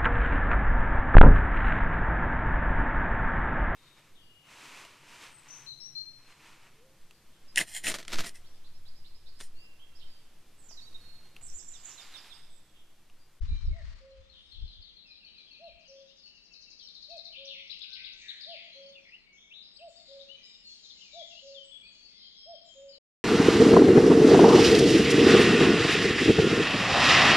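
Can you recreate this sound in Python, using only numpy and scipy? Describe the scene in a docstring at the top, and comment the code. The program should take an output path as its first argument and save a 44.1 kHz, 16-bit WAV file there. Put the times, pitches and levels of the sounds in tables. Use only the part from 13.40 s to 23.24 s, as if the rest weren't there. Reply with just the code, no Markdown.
"""Cuckoo across a meadow

A cuckoo calls seven times, its two nearly pure notes echoed by the edge of a wood. Close by, a
chaffinch sings one accelerating song among warblers and other songbirds; each voice is a gliding
tone from the syrinx, scattered by trees into reverberation. At first, turbulent wind buffets the
microphone and rustles the leaves. The sound stops abruptly near the end."""
import sys
import numpy as np
from scipy import signal
from scipy.fft import rfft, irfft
from scipy.io import wavfile
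from scipy.ndimage import uniform_filter1d

SR = 44100
rng = np.random.default_rng(int(sys.argv[2]) if len(sys.argv) > 2 else 0)


def transcribe(signal):
    """Save signal, clipped to [-1, 1], as a 16-bit WAV file at the path in sys.argv[1]."""
    frames = np.atleast_2d(signal).T
    limited = np.clip(frames, -1, 1)
    pcm = np.round(limited * 32767).astype(np.int16)
    wavfile.write(sys.argv[1], SR, pcm)


N = 433944
TIME = np.arange(N) / SR


def undb(db):
    """The decibel scale: amplitude grows tenfold every 20 dB."""
    return 10 ** (np.asarray(db) / 20)


def curve(rows):
    """Linear interpolation of (time_s, value) rows over the whole scene."""
    return np.interp(TIME, *np.transpose(rows))


def walk(rate_hz, size):
    """Random modulation: Gaussian values joined by straight lines, with a spread near 1."""
    position = np.arange(size) / SR * rate_hz
    knots = int(position[-1]) + 2
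    return 1.2 * np.interp(position, np.arange(knots), rng.standard_normal(knots))


def pan(db):
    """Interaural level difference: gains of mean power 1, the left db above the right."""
    gains = undb(np.array([[db], [-db]]) / 2)
    return gains / np.sqrt(np.mean(gains ** 2))


def add(out, start_s, x):
    """Superposition: a sound is summed into the mix from its starting time."""
    i = max(int(start_s * SR), 0)
    out[..., i:i + x.shape[-1]] += x[..., :max(N - i, 0)]


def beats(first_s, last_s, period_s, change_s=0):
    """Onsets in a rhythm whose period changes by change_s from note to note."""
    k = np.arange(round((last_s - first_s) / period_s) + 1)
    return np.linspace(first_s, last_s, len(k)) + change_s * k * (k - k[-1]) / 2


def correlated_pair(noises, correlation):
    """Partial coherence: two independent noises each take a share of a third."""
    return noises[:2] * np.sqrt(1 - correlation) + noises[2] * np.sqrt(correlation)


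def noise(spectrum, correlation=0, pan_db=0):
    """Spectral shaping: stereo noise of rms 1 follows (frequency_hz, level_db) rows."""
    hz, db = np.transpose(spectrum)
    bins_hz = np.maximum(np.fft.rfftfreq(N, 1 / SR), 1)
    gain = undb(np.interp(np.log(bins_hz), np.log(hz), db, left=-120, right=-120))
    white = correlated_pair(rng.standard_normal((3, N)), correlation)
    shaped = irfft(rfft(white) * gain, N)
    return shaped / shaped.std() * pan(pan_db)


def whistle(hz, rms):
    """A syrinx sings a nearly pure tone, whose phase is the integral of its frequency."""
    return np.sqrt(2) * rms * np.sin(2 * np.pi * np.cumsum(hz) / SR)


def syllable(shape, stretch, pitch_ratio, waver, overtone_db=-60):
    """Frequency modulation: a whistle and its second harmonic waver along a rounded contour."""
    time_s, hz, db = np.transpose(shape)
    t = np.arange(int(time_s[-1] * stretch * SR)) / SR / stretch
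    contour_hz = uniform_filter1d(np.interp(t, time_s, hz), len(t) // 20)
    pitch_hz = contour_hz * pitch_ratio * (1 + waver * walk(350, len(t)))
    gain = undb(np.interp(t, time_s, db)) * signal.windows.tukey(len(t), .08)
    return whistle(pitch_hz, gain) + whistle(2 * pitch_hz, gain * undb(overtone_db))


def wood(x, t60_s, build_s, grain):
    """Multiple scattering by trunks and crowns: a tail builds up, then decays exponentially."""
    t = np.arange(int(1.5 * SR)) / SR
    reflections = rng.standard_normal((3, len(t)))
    reflections *= np.exp(grain * rng.standard_normal((3, len(t))))  # a few stand out
    tail = correlated_pair(reflections, correlation=.53)
    tail *= undb(-60 * t / t60_s) * (1 - np.exp(-t / build_s))
    tail /= np.sqrt(np.sum(tail ** 2, axis=1, keepdims=True))
    return signal.fftconvolve(np.atleast_2d(x), tail, axes=1)[:, :N]


def branches(x, direct_db, t60_s):
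    """Early reflections from twigs and leaves follow the direct sound, which leans to the left."""
    return undb(direct_db) * x * pan(10) + wood(x, t60_s, build_s=.0051, grain=.44)


def wind(rise_db_per_s=221, fall_db_per_s=255):
    """Turbulent pressure on the microphone ports: a rumble that swells and dies with each gust."""
    # light air between gusts: time_s, level_db
    draught = [(.5, -45.5), (.66, -66), (1.5, -74.5), (2.1, -81), (4.8, -78), (5.0, -88), (6.5, -83),
               (9.6, -81)]
    # gusts: peak_s, level_db
    gusts = [(0.028, -29.5), (0.128, -27), (0.294, -25.5), (0.449, -40), (.81, -57.5), (1.241, -39),
             (1.4, -55), (2.35, -61)]
    # spectrum of the rumble: frequency_hz, level_db
    spectrum = [(12, -33.5), (20, 5), (43, 3), (63, 2), (110, -15), (198, -31.5), (400, -49), (520, -80),
                (880, -120)]
    level_db = curve(draught)
    for peak_s, peak_db in gusts:
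        drop_db = np.maximum((peak_s - TIME) * rise_db_per_s, (TIME - peak_s) * fall_db_per_s)
        level_db = np.maximum(level_db, peak_db - drop_db)
    return noise(spectrum, correlation=.11, pan_db=4) * undb(level_db + 5 + walk(17, N))


def leaves():
    """Leaves stirred by the wind add incoherently to a flickering broadband noise."""
    # spectrum of the rustle: frequency_hz, level_db
    spectrum = [(500, -25), (1100, 2), (1800, 0.5), (3000, -1), (5000, -2), (7500, -14), (9500, -23.5),
                (13000, -43.5), (15000, -48)]
    # its envelope: time_s, level_db
    rustle = [(0, -61), (.3, -67), (.38, -65), (.5, -59.5), (.6, -68), (.85, -72), (1.3, -79.5), (2, -110)]
    return noise(spectrum, correlation=.24, pan_db=4.5) * undb(curve(rustle) + 2 * walk(90, N))


def air(level_db=-70):
    """Ambient noise: a faint, nearly steady floor lies under everything."""
    # spectrum of the open air: frequency_hz, level_db
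    spectrum = [(20, 4), (55, -1), (107, -8), (186, 5.5), (280, -1.5), (646, -5.5), (900, -10.5),
                (1500, -11), (3000, -5), (5000, -24.5), (8000, -24), (9000, -34), (15500, -35)]
    return noise(spectrum, correlation=.19, pan_db=-1) * undb(level_db + .7 * walk(4, N))


def chorus():
    """Incoherent summation: the short slurs of many far birds merge with a band of noise."""
    # spectrum of the chorus: frequency_hz, level_db
    spectrum = [(1400, -29), (2200, -9.5), (3200, -0.5), (4400, 0), (5500, -11), (7400, -28), (8600, -35)]
    # swell of the birds deep in the wood: time_s, level_db
    swell = [(0, -77), (.8, -72), (1.5, -67.5), (3, -74), (5.3, -57.5), (6, -76), (6.8, -62.5),
             (7.8, -60.5), (9.6, -70)]
    hz, db = np.transpose(spectrum)
    chirps = np.zeros(N)
    for when, height, length, slope, loud in rng.random((420, 5)):
        size = int((.0301 + .09 * length) * SR)
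        centre_hz = 1900 + 5600 * height
        pitch_hz = centre_hz * (1 + .4 * (slope - .6) * np.linspace(-.5, .5, size))
        envelope = np.hanning(size) * undb(np.interp(centre_hz, hz, db) + 10 * loud)
        add(chirps, when * N / SR, whistle(pitch_hz, envelope))
    far = wood(chirps, t60_s=.74, build_s=.021, grain=.3)
    shimmer = undb(2.5) * far / far.std() + undb(-5) * noise(spectrum)
    return shimmer * undb(curve(swell)) * pan(5.8)


def songbirds(flutter_hz=95):
    """Fast modulation of frequency and amplitude adds sidebands, turning some whistles to buzzes."""
    # the loudest whistles, slurs and buzzes:
    # start_s, perch, length_s, start_hz, middle_hz, end_hz, buzz_depth, level_db
    notes = [(0.059, "ahead", 0.13, 3845, 4010, 4010, 0.3, -58.5),
             (0.077, "ahead", .16, 2380, 2350, 2340, 0.06, -67.5),
             (0.12, "ahead", 0.11, 6500, 5850, 5800, 0.07, -74.5),
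             (0.249, "overhead", 0.045, 5700, 5000, 4200, 0, -65),
             (0.29, "ahead", 0.14, 2350, 2018, 1690, 0.14, -61),
             (1.404, "bush", 0.12, 4970, 4140, 2460, .18, -62.5),
             (2.439, "trees", 0.044, 3420, 2960, 2750, 0.03, -63),
             (2.473, "trees", 0.044, 6600, 5520, 5200, 0.13, -58),
             (2.68, "bush", 0.062, 2790, 2940, 3950, 0, -65.5),
             (3.387, "bush", 0.082, 3700, 3190, 3130, 0.22, -60.5),
             (3.422, "overhead", 0.043, 5870, 5490, 5400, 0.07, -53.5),
             (3.692, "trees", .08, 2713, 2555, 2480, 0.1, -62.5),
             (3.918, "trees", 0.041, 3234, 2885, 2300, 0.34, -52),
             (3.949, "finch", .044, 2585, 3323, 3390, .8, -49),
             (4.045, "finch", 0.025, 4420, 5630, 4530, 0.46, -53),
             (4.066, "finch", 0.062, 4475, 3420, 3040, 0.7, -46.5),
             (4.103, "trees", 0.082, 3300, 2570, 2197, 0.63, -54.5),
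             (4.389, "wood", 0.29, 1570, 1540, 1563, 0.17, -70.5),
             (4.554, "ahead", 0.045, 2437, 2350, 2420, 0.7, -53),
             (4.743, "wood", 0.1, 6930, 7150, 7140, .6, -77),
             (4.756, "ahead", .15, 2800, 2170, 1660, 0.87, -61),
             (4.881, "finch", 0.028, 3570, 3930, 3120, 0.48, -41),
             (5, "finch", 0.062, 4800, 4170, 3970, 0.75, -48),
             (5.068, "trees", 0.12, 3880, 2862, 1942, 0.51, -52),
             (5.319, "ahead", 0.055, 3500, 3310, 2900, 0, -59),
             (5.483, "overhead", 0.031, 6600, 5820, 3930, 0, -68.5),
             (5.521, "overhead", 0.049, 3570, 3503, 3490, .06, -58.5),
             (5.545, "overhead", 0.05, 2935, 2660, 2325, 0.3, -55),
             (5.641, "overhead", 0.063, 2400, 2130, 2150, 0.52, -59.5),
             (5.712, "overhead", .052, 2315, 2720, 2940, 0.2, -53),
             (5.851, "overhead", 0.16, 2267, 2235, 2223, 0.01, -58),
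             (5.919, "ahead", .069, 6070, 5970, 6240, 0.6, -70),
             (5.96, "ahead", 0.092, 3260, 3426, 3500, 0.38, -60.5),
             (6.102, "overhead", 0.045, 2210, 2930, 3780, 0.26, -54.5),
             (6.127, "bush", 0.12, 3690, 3830, 3890, 0.33, -53),
             (6.327, "bush", 0.091, 8020, 7980, 7700, 0.21, -77),
             (6.36, "bush", 0.017, 4180, 4640, 5170, 0.08, -52.5),
             (6.381, "overhead", 0.021, 3490, 3030, 2420, 0.1, -58),
             (6.408, "overhead", 0.028, 2560, 2780, 3220, 0.2, -58),
             (6.473, "trees", .07, 7550, 7260, 7320, 0.46, -70.5),
             (6.559, "trees", 0.025, 4410, 4810, 5160, 0.1, -54),
             (6.652, "bush", 0.082, 4320, 4020, 3990, 0.72, -60.5),
             (6.79, "bush", 0.038, 3634, 3690, 4350, 0.58, -53.5),
             (6.88, "bush", 0.088, 2635, 3028, 2930, 0, -50),
             (7.029, "trees", 0.036, 4860, 5040, 5080, .3, -54.5),
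             (7.032, "trees", .081, 7200, 7220, 7360, 0.4, -73),
             (7.231, "overhead", 0.13, 4400, 4307, 4310, 0.05, -53),
             (7.497, "bush", 0.018, 3730, 3620, 2940, 0.04, -50),
             (7.529, "trees", .19, 3180, 2690, 2160, 0.01, -65),
             (7.709, "bush", 0.12, 3950, 3730, 3660, .36, -54),
             (7.781, "bush", 0.079, 3560, 3315, 3700, .05, -47),
             (7.898, "bush", 0.12, 2940, 2767, 3320, 0.1, -54),
             (8.055, "trees", 0.089, 5100, 4750, 4200, 0.04, -60.5),
             (8.136, "bush", .1, 3900, 3150, 3213, 0.04, -49.5),
             (8.227, "trees", .14, 7620, 7860, 7760, 0.06, -69),
             (8.306, "bush", 0.086, 3520, 3342, 3497, 0, -49),
             (8.413, "ahead", 0.085, 2300, 2466, 2560, 0, -58.5),
             (8.497, "ahead", 0.12, 6900, 6300, 5950, 0.49, -73),
             (8.759, "trees", 0.062, 4900, 4256, 3250, 0.83, -59.5),
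             (8.948, "ahead", 0.2, 5400, 5180, 5325, 0.1, -55),
             (9.234, "trees", 0.19, 7470, 6960, 6750, 0.26, -66.5),
             (9.479, "trees", 0.089, 5100, 4624, 3740, 0.17, -54.5)]
    # sound paths from each perch: pan_db, direct_db, scattered_db
    perches = {"finch": (11, -3, -5.5), "bush": (18, -2.9, -4), "trees": (4.6, -3.5, -1.5),
               "ahead": (-4, -2.5, -3), "overhead": (-1, -0.54, -8), "wood": (9, -4.5, 0)}
    direct, scattered = np.zeros((2, N)), np.zeros(N)
    for start_s, perch, length_s, start_hz, middle_hz, end_hz, buzz, db in notes + soft_phrases():
        size = int(length_s * SR)
        flutter_phase = 2 * np.pi * np.cumsum(flutter_hz * (1 + .045 * walk(40, size))) / SR
        parabola = np.polyfit([0, .5, 1], [start_hz, middle_hz, end_hz], 2)
        contour_hz = np.polyval(parabola, np.linspace(0, 1, size))
        roughness = buzz * (.16 * np.cos(flutter_phase) + .035 * walk(702.7, size))
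        pitch_hz = contour_hz * (1 + roughness + .0045 * walk(200, size))
        envelope = signal.windows.tukey(size, .4) * (1 + buzz * np.sin(flutter_phase))
        note = undb(db) * whistle(pitch_hz, envelope)
        pan_db, direct_db, scattered_db = perches[perch]
        add(direct, start_s, note * undb(direct_db) * pan(pan_db))
        add(scattered, start_s, note * undb(scattered_db + 12.3 * buzz))
    near = branches(direct, direct_db=.5, t60_s=.081)
    return near + wood(scattered, t60_s=.96, build_s=.019, grain=.5) * pan(4.2)


def thin_calls():
    """A small bird repeats a very high, sinking tone, trailed by reverberation."""
    # contour of the call: time_s, pitch_hz, level_db
    contour = [(0, 9000, -8), (.06, 8750, 0), (.13, 8450, 0), (.2, 8150, -6)]
    # calls: start_s, level_db
    calls = [(.14, -86), (.98, -82), (7.221, -76.5), (8.221, -83)]
    voice = np.zeros(N)
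    for start_s, db in calls:
        add(voice, start_s, undb(db) * syllable(contour, stretch=1, pitch_ratio=1, waver=.003))
    tail = wood(voice, t60_s=.57, build_s=.015, grain=.5)
    return undb(-4) * voice * pan(17.4) + undb(-6.5) * tail * pan(7)


def cuckoo():
    """Two notes a major third apart return from the tree line as echoes, delayed by the longer path."""
    # calls: start_s, pitch_ratio, first_db, second_delay_s, second_db, second_length_s
    calls = [(.317, .977, -57, .28, -54, .235), (2.19, .993, -48.5, .285, -53, .205),
             (3.68, .998, -48, .285, -53, .205), (5.055, .998, -47.5, .288, -52.5, .2),
             (6.39, 1.0, -46.5, .285, -51, .2), (7.728, 1.002, -45.3, .287, -50.5, .197),
             (9.052, 1.002, -45.5, .292, -50.5, .195)]
    # arched first note: time_s, pitch_hz, level_db
    cuck = [(0, 530, -28), (.012, 595, -13), (.028, 665, -6), (.045, 689, -1.5), (.068, 686, 0),
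            (.082, 662, -1), (.096, 598, -4), (.11, 535, -18)]
    # level second note: length_fraction, pitch_hz, level_db
    coo = [(0, 525, -24), (.09, 544, -7), (.22, 550, -.5), (.58, 550, 0), (.8, 549, -3), (.92, 544, -8),
           (1, 532, -22)]
    # reflections from trees round the meadow: delay_s, level_db, pan_db
    echoes = [(.024, -13, 2), (.052, -17, 4), (.085, -19, 6), (.12, -13, 7), (.165, -24, 8)]
    voice = np.zeros(N)
    for start_s, ratio, first_db, delay_s, second_db, length_s in calls:
        add(voice, start_s, undb(first_db) * syllable(cuck, 1, ratio, waver=.00071))
        add(voice, start_s + delay_s, undb(second_db) * syllable(coo, length_s, ratio, waver=.01))
    out = voice * pan(-.29)
    # each group of trees returns a cluster of reflections, which blurs the glide
    for delay_s, db, pan_db in echoes:
        add(out, delay_s, undb(db) * wood(voice, t60_s=.16, build_s=.004, grain=.3) * pan(pan_db))
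    # open ground holds almost no reverberation
    return out + undb(-25) * wood(voice, t60_s=.9, build_s=.04, grain=.3) * pan(3)


def chaffinch(pitch_spread=.0188, spread_db=.03):
    """Runs of frequency sweeps quicken and grow louder, smeared by scattering round the perch."""
    # runs of the song: first_s, last_s, kind, period_s, period_change_s, stretch, first_db, last_db
    runs = [(0.893, 1.115, "tsip", .23, 0, 0.96, -58, -51.5),
            (1.273, 2.237, "tsip", .138, -0.0032, 0.92, -52, -53.5),
            (2.389, 3.036, "tsew", .094, -0.0009, 0.93, -67.5, -62.5),
            (3.122, 3.299, "tsew", .0875, 0, 0.62, -54, -53.5),
            (3.386, 3.843, "chiv", .0767, -.0006, 0.92, -48.5, -43.5),
            (4.277, 4.62, "chew", .1137, 0.0018, 1.005, -37.5, -38.5)]
    # contour of each kind of syllable: time_s, pitch_hz, level_db
    contours = { "tsip": [(0, 4315, -10.5), (.008, 4270, 4.5), (.018, 4340, -14), (.034, 4000, -4.5),
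                (.055, 3320, -18)], "tsew": [(0, 7500, -20.5), (.008, 6300, -7.5), (.018, 5534, -3.5),
                (.028, 4750, 4), (.038, 3900, -1), (.046, 4034, -18.5), (.054, 4770, 1.5)],
                "chiv": [(0, 7120, -30.5), (.008, 5346, -11.5), (.014, 4273, 4), (.021, 3910, -11.5),
                (.026, 3613, -3.5), (.033, 4370, -3), (.04, 4570, -29.5)], "chew": [(0, 6154, -8.5),
                (.005, 3737, -24.5), (.009, 2953, -39), (.017, 3214, -13), (.029, 4020, 0),
                (.035, 5310, -14), (.041, 4135, -14), (.056, 2344, -5.5)]}
    voice = np.zeros(N)
    for first_s, last_s, kind, period_s, change_s, stretch, first_db, last_db in runs:
        for start_s in beats(first_s, last_s, period_s, change_s):
            sharp, soft = rng.standard_normal(2)
            db = np.interp(start_s, [first_s, last_s], [first_db, last_db]) - spread_db * soft
            pitch_ratio = 1 + pitch_spread * sharp
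            note = syllable(contours[kind], stretch, pitch_ratio, waver=.015, overtone_db=-47)
            add(voice, start_s, undb(db) * note)
    near = branches(voice, direct_db=-3.5, t60_s=.26) * pan(29)
    trees = undb(2) * wood(voice, t60_s=1, build_s=.0037, grain=1) * pan(6.1)
    return near + trees


def soft_phrases(jitter_s=.011, spread_db=1.5, bend_octaves=.065):
    """Random variation: rows of songbird notes, each with its own timing, pitch, glide and level."""
    # twitters, warbles and pips: first_s, last_s, perch, period_s, length_s, centre_hz,
    # span_octaves, glide_octaves, buzz_depth, level_db
    phrases = [(0.918, 1.286, "wood", .18, 0.082, 3472, 0.056, -0.14, 0.59, -63),
               (1.45, 2.855, "wood", .1, 0.05, 3640, 0.46, -.1, 0.32, -64),
               (1.627, 2.24, "ahead", .15, 0.096, 2535, 0.035, -.28, 0.1, -62),
               (2.938, 3.261, "trees", .16, 0.058, 2697, .03, -0.13, 0, -62.5),
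               (1.844, 2.094, "wood", .12, 0.06, 5940, .05, -0.077, 0.2, -79.5),
               (2.828, 3.149, "trees", .32, 0.066, 4450, 0.066, -0.0081, 0.04, -57.5),
               (4.726, 4.8, "trees", .075, 0.019, 5530, .01, 1, .15, -59),
               (6.5, 6.95, "wood", .15, 0.07, 6270, .12, -.15, 0.31, -75),
               (6.219, 7.098, "trees", .44, .08, 4920, .05, 0.13, 0.36, -62.5),
               (7.424, 7.6, "bush", .085, 0.03, 3874, 0.4, -.3, 0.07, -54),
               (8.412, 8.591, "trees", .17, .12, 4535, 0.011, 0.02, 0.1, -58),
               (8.449, 9.103, "wood", .16, .07, 4590, 0.19, 0.22, 0.55, -67.5),
               (8.827, 9.271, "trees", .15, 0.075, 3207, 0.013, -0.0069, 0.09, -57)]
    notes = []
    for first_s, last_s, perch, period_s, length_s, centre_hz, span, glide, buzz, db in phrases:
        onsets = beats(first_s, last_s, period_s)
        for start_s, (late, high, steep, bend, soft) in zip(onsets, rng.uniform(-1, 1, (len(onsets), 5))):
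            sweep = glide * (1 + steep / 2) / 2
            arch = bend_octaves * bend * min(abs(glide) * 10, 1)
            hz = centre_hz * 2 ** (span * high + np.array([-sweep, arch, sweep]))
            notes.append((start_s + jitter_s * late, perch, length_s, *hz, buzz, db - spread_db * soft))
    return notes


def ticks(decay_s=.0023):
    """Damped transients: bursts of bright noise decay exponentially and are heard as tiny snaps."""
    # dry ticks among the leaves: start_s, level_db
    snaps = [(3.486, -54), (3.769, -48), (4.394, -53)]
    envelope = np.zeros(N)
    for start_s, db in snaps:
        add(envelope, start_s, undb(db) * np.exp(-np.arange(600) / SR / decay_s))
    bright = noise([(3000, -.5), (7500, 13), (9000, -5), (12000, -30)], correlation=.68, pan_db=-8)
    return undb(-10) * envelope * bright


def high_trill(start_s=7.25, period_s=.15):
    """A bird further back repeats a steep downward slur; reverberation outweighs the direct sound."""
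    # contour of the slur: time_s, pitch_hz, level_db
    slur = [(0, 7400, .5), (.02, 6850, -1.5), (.04, 5635, 4), (.075, 4200, 7.5), (.1, 3550, -9)]
    voice = np.zeros(N)
    for k in range(6):
        note = syllable(slur, stretch=1, pitch_ratio=1, waver=.0088)
        add(voice, start_s + k * period_s, undb(-59) * note)
    tail = wood(voice, t60_s=.99, build_s=.0089, grain=.69)
    return undb(-12.5) * voice * pan(5) + tail * pan(4)


def ports(x, lag_samples=5):
    """Arrival-time difference: sound reaches the left microphone port slightly later."""
    return np.array([np.roll(x[0], lag_samples), x[1]])


def scene():
    """The sound pressures of the birds and the breeze add linearly."""
    birds = cuckoo() + chaffinch() + songbirds() + thin_calls() + high_trill() + chorus()
    return ports(birds) + wind() + leaves() + air() + ticks()


def record(dry, stop_s=9.586, cutoff_hz=15700):
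    """Gating and low-pass filtering: the sound eases in and stops abruptly, leaving a faint hiss."""
    gate = np.clip(np.minimum(TIME / .02, (stop_s - TIME) / .004), 0, 1) ** 2
    hiss = undb(-112) * rng.standard_normal((2, N))
    lowpass = signal.ellip(8, .2, 70, cutoff_hz, fs=SR, output="sos")
    return signal.sosfilt(lowpass, dry * gate + hiss)


dry = scene()
out = record(dry)
transcribe(out)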